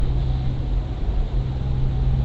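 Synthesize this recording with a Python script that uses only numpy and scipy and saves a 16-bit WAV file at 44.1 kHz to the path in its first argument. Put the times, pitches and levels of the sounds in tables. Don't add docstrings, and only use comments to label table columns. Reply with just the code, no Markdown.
import sys
import numpy as np
from scipy import signal
from scipy.io import wavfile
from scipy.ndimage import uniform_filter1d

SR = 44100
rng = np.random.default_rng(int(sys.argv[2]) if len(sys.argv) > 2 else 0)


def volts_from_decibels(level):
    exponent = np.asarray(level, float) / 20
    return 10 ** exponent


def file_out(sig):
    cols = np.atleast_2d(sig).T
    lim = np.clip(cols, -1, 1)
    pcm = np.round(lim * 32767).astype(np.int16)
    wavfile.write(sys.argv[1], SR, pcm)


N = 98916


def evened(x):
    return x / np.sqrt(np.mean(x ** 2) + 1e-20)


def curve(table, column):
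    rows = np.array(table, float)
    return np.interp(np.arange(N) / SR, rows[:, 0], rows[:, column])


def drift(top_hz):
    t = np.arange(N) / SR
    return evened(sum(np.sin(2 * np.pi * (f * t + rng.random())) / np.sqrt(f)
                      for f in np.geomspace(.4, top_hz, 16)))


def noise(colour, patchy_db, flicker_db, size):
    frames = 4 * N // size + 5
    hz = np.fft.rfftfreq(size, 1 / SR)
    real, imag, patches = rng.standard_normal((frames, len(hz), 3)).T
    patches = uniform_filter1d(patches, size=9, axis=0)
    patches = evened(uniform_filter1d(patches, size=9, axis=1))
    flicker = rng.standard_normal(frames)
    f, level = np.transpose(colour)
    colour_db = np.interp(np.log(hz + 1), np.log(f + 1), level, left=-150, right=-150)
    gain = volts_from_decibels(colour_db[:, None] + patchy_db * patches + flicker_db * flicker)
    spectra = (real + 1j * imag) * gain
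    return evened(signal.istft(spectra, nperseg=size, noverlap=3 * size // 4)[1][:N])


def resonate(x, hz, width_hz):
    turn = np.exp(2j * np.pi * np.cumsum(hz) / SR)
    r = np.exp(-np.pi * width_hz / SR)
    return 2 * (turn * signal.lfilter([1 - r], [1, -r], x / turn)).real


def ring(hz, width_hz):
    hz = hz * np.ones(N)
    once = resonate(rng.standard_normal(N), hz, width_hz)
    return evened(resonate(once, hz, width_hz))


def engine():
    # (time [s], rate [Hz])
    firing = [(0, 64.5), (1.0, 64.45), (1.22, 63.9), (1.4, 64.35), (1.7, 64.6), (2.24, 64.55)]
    # (time [s], twice firing rate [dB], firing rate [dB])
    boom = [(0, -30.5, -31), (.25, -27, -26.5), (.55, -30, -32), (.7, -33, -29), (.95, -33.5, -34),
            (1.2, -35.5, -28), (1.3, -31.5, -43), (1.42, -27, -33), (1.62, -26, -28.5), (1.72, -26, -27),
            (1.81, -25.5, -35), (1.97, -27, -26.5), (2.24, -24.5, -27.5)]
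    # (multiple of firing rate [ratio], level [dB rms])
    minor = [(.5, -39), (.75, -34), (1.5, -42), (2.5, -51), (3, -54.5)]
    waver_db = 1.41
    turns = np.cumsum(curve(firing, 1)) / SR
    orders = [(2, curve(boom, 1)), (1, curve(boom, 2)), *minor]
    drone = 0
    for multiple, db in orders:
        tone = np.sin(2 * np.pi * (multiple * turns + rng.random()))
        drone = drone + np.sqrt(2) * volts_from_decibels(db + waver_db * drift(12)) * tone
    return drone


def rumble():
    # (frequency [Hz], level [dB per Hz])
    colour = [(5, -11), (14, 6), (30, 1), (40, -5), (50, -7.5), (60, -7), (75, -26.5)]
    return volts_from_decibels(-36) * noise(colour, patchy_db=0.83, flicker_db=0.65, size=8192)


def bumps():
    # (time [s], level [dB], body pitch [Hz], length [s])
    hits = [(.027, -16.5, 40, 0.017), (0.029, -21, 16.2, 0.075), (0.178, -27, 49, 0.089),
            (0.281, -23.5, 41, 0.061), (0.48, -20.5, 15, 0.026), (0.596, -26, 18, 0.032),
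            (0.769, -21.5, 45, 0.087), (0.872, -32, 50, 0.11), (1.031, -20.5, 26, 0.027),
            (1.097, -25, 50, 0.059), (1.204, -20, 35.2, 0.048), (1.373, -19.5, 45.5, 0.036),
            (1.548, -26.5, 48, 0.06), (1.698, -26, 22, 0.043), (1.841, -23, 24, .07),
            (1.851, -28.5, 34, 0.042), (2.064, -20.5, 46.2, 0.08), (2.127, -22, 26, 0.032),
            (2.214, -25.5, 51, 0.094)]
    t = np.arange(N) / SR
    rocks = np.zeros(N)
    for start, db, hz, length in hits:
        swell = np.exp(-((t - start) / length) ** 2)
        sway = np.sin(2 * np.pi * (hz * (t - start) + rng.random()))
        rocks += np.sqrt(2) * volts_from_decibels(db) * swell * sway
    return rocks


def roar():
    # (frequency [Hz], level [dB per Hz])
    colour = [(45, -10), (75, 2), (105, 0), (145, -7.5), (380, -13), (620, -20.5), (900, -23.5),
              (2300, -46.5)]
    return volts_from_decibels(-31.5 + .4 * drift(2.7)) * noise(colour, patchy_db=0.69, flicker_db=0.37, size=2048)


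def panels():
    # (time [s], door level [dB], dash level [dB])
    view = [
        (0, -54, -50.5),
        (.35, -45, -56),
        (.7, -42.5, -53),
        (1.0, -48, -62),
        (1.5, -60.5, -49),
        (1.85, -55, -43),
        (2.24, -58.5, -39),
    ]
    door = volts_from_decibels(curve(view, 1)) * ring(hz=268.6, width_hz=87)
    dash = volts_from_decibels(curve(view, 2)) * ring(hz=200, width_hz=44)
    return door + dash


def tyres():
    # (time [s], pitch [Hz], level [dB])
    song = [(0, 760, -54), (.2, 735, -50), (.35, 745, -50), (.55, 745, -53), (.75, 722, -47.5),
            (.9, 735, -52), (1.08, 725, -47.5), (1.35, 725, -49.5), (1.55, 750, -48), (1.7, 815, -50),
            (1.85, 805, -52), (1.97, 745, -51), (2.08, 800, -51), (2.24, 810, -48)]
    hz = curve(song, 1) * (1 + .012 * drift(25))
    return volts_from_decibels(curve(song, 2) + 1.1 * drift(12)) * ring(hz, width_hz=58)


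def wind():
    # (time [s], level [dB])
    gusts = [(0.02, -50), (0.03, -48), (0.16, -51.5), (0.23, -47.5), (0.25, -52), (0.36, -49),
             (0.63, -51.5), (2.15, -51), (2.2, -51)]
    # (frequency [Hz], level [dB per Hz])
    colour = [(710, -34.5), (1200, -6.5), (1670, -8), (2340, -7.5), (2550, -9), (3920, -4.5), (4800, -20),
              (6240, -48), (10600, -120)]
    return volts_from_decibels(curve(gusts, 1) + 0.5) * noise(colour, patchy_db=1., flicker_db=0.93, size=512)


def flutters():
    # (time [s], level [dB], length [s], pitch [Hz])
    puffs = [
        (.225, -56, .015, 3900),
        (.33, -53, .2, 3750),
        (.336, -52, .004, 3600),
        (1.15, -60, .012, 4100),
        (1.57, -61, .005, 5100),
    ]
    t = np.arange(N) / SR
    return sum(volts_from_decibels(db) * np.exp(-((t - start) / length) ** 2) * ring(hz, width_hz=740)
               for start, db, length, hz in puffs)


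def self_noise():
    # (frequency [Hz], level [dB per Hz])
    colour = [(3500, -31), (4700, -4), (5400, -3), (7200, -3.5), (7800, -7.5), (8300, -19.5), (8900, -37.5),
              (15000, -44.5)]
    return volts_from_decibels(-67) * noise(colour, patchy_db=0.87, flicker_db=0.36, size=512)


def scene():
    car = engine() + rumble() + bumps() + roar() + panels() + tyres()
    return (car + wind() + flutters())[None]


def top_cut(x):
    return signal.sosfilt(signal.butter(12, 21800, fs=SR, output="sos"), x)


def record(dry):
    taps = signal.firwin(255, 7800, window=("kaiser", 8), fs=SR)
    padded = np.pad(dry, ((0, 0), (127, 127)), "edge")
    band = signal.oaconvolve(padded, taps[None], "valid")
    return top_cut(band + self_noise())


dry = scene()
out = record(dry)
file_out(out)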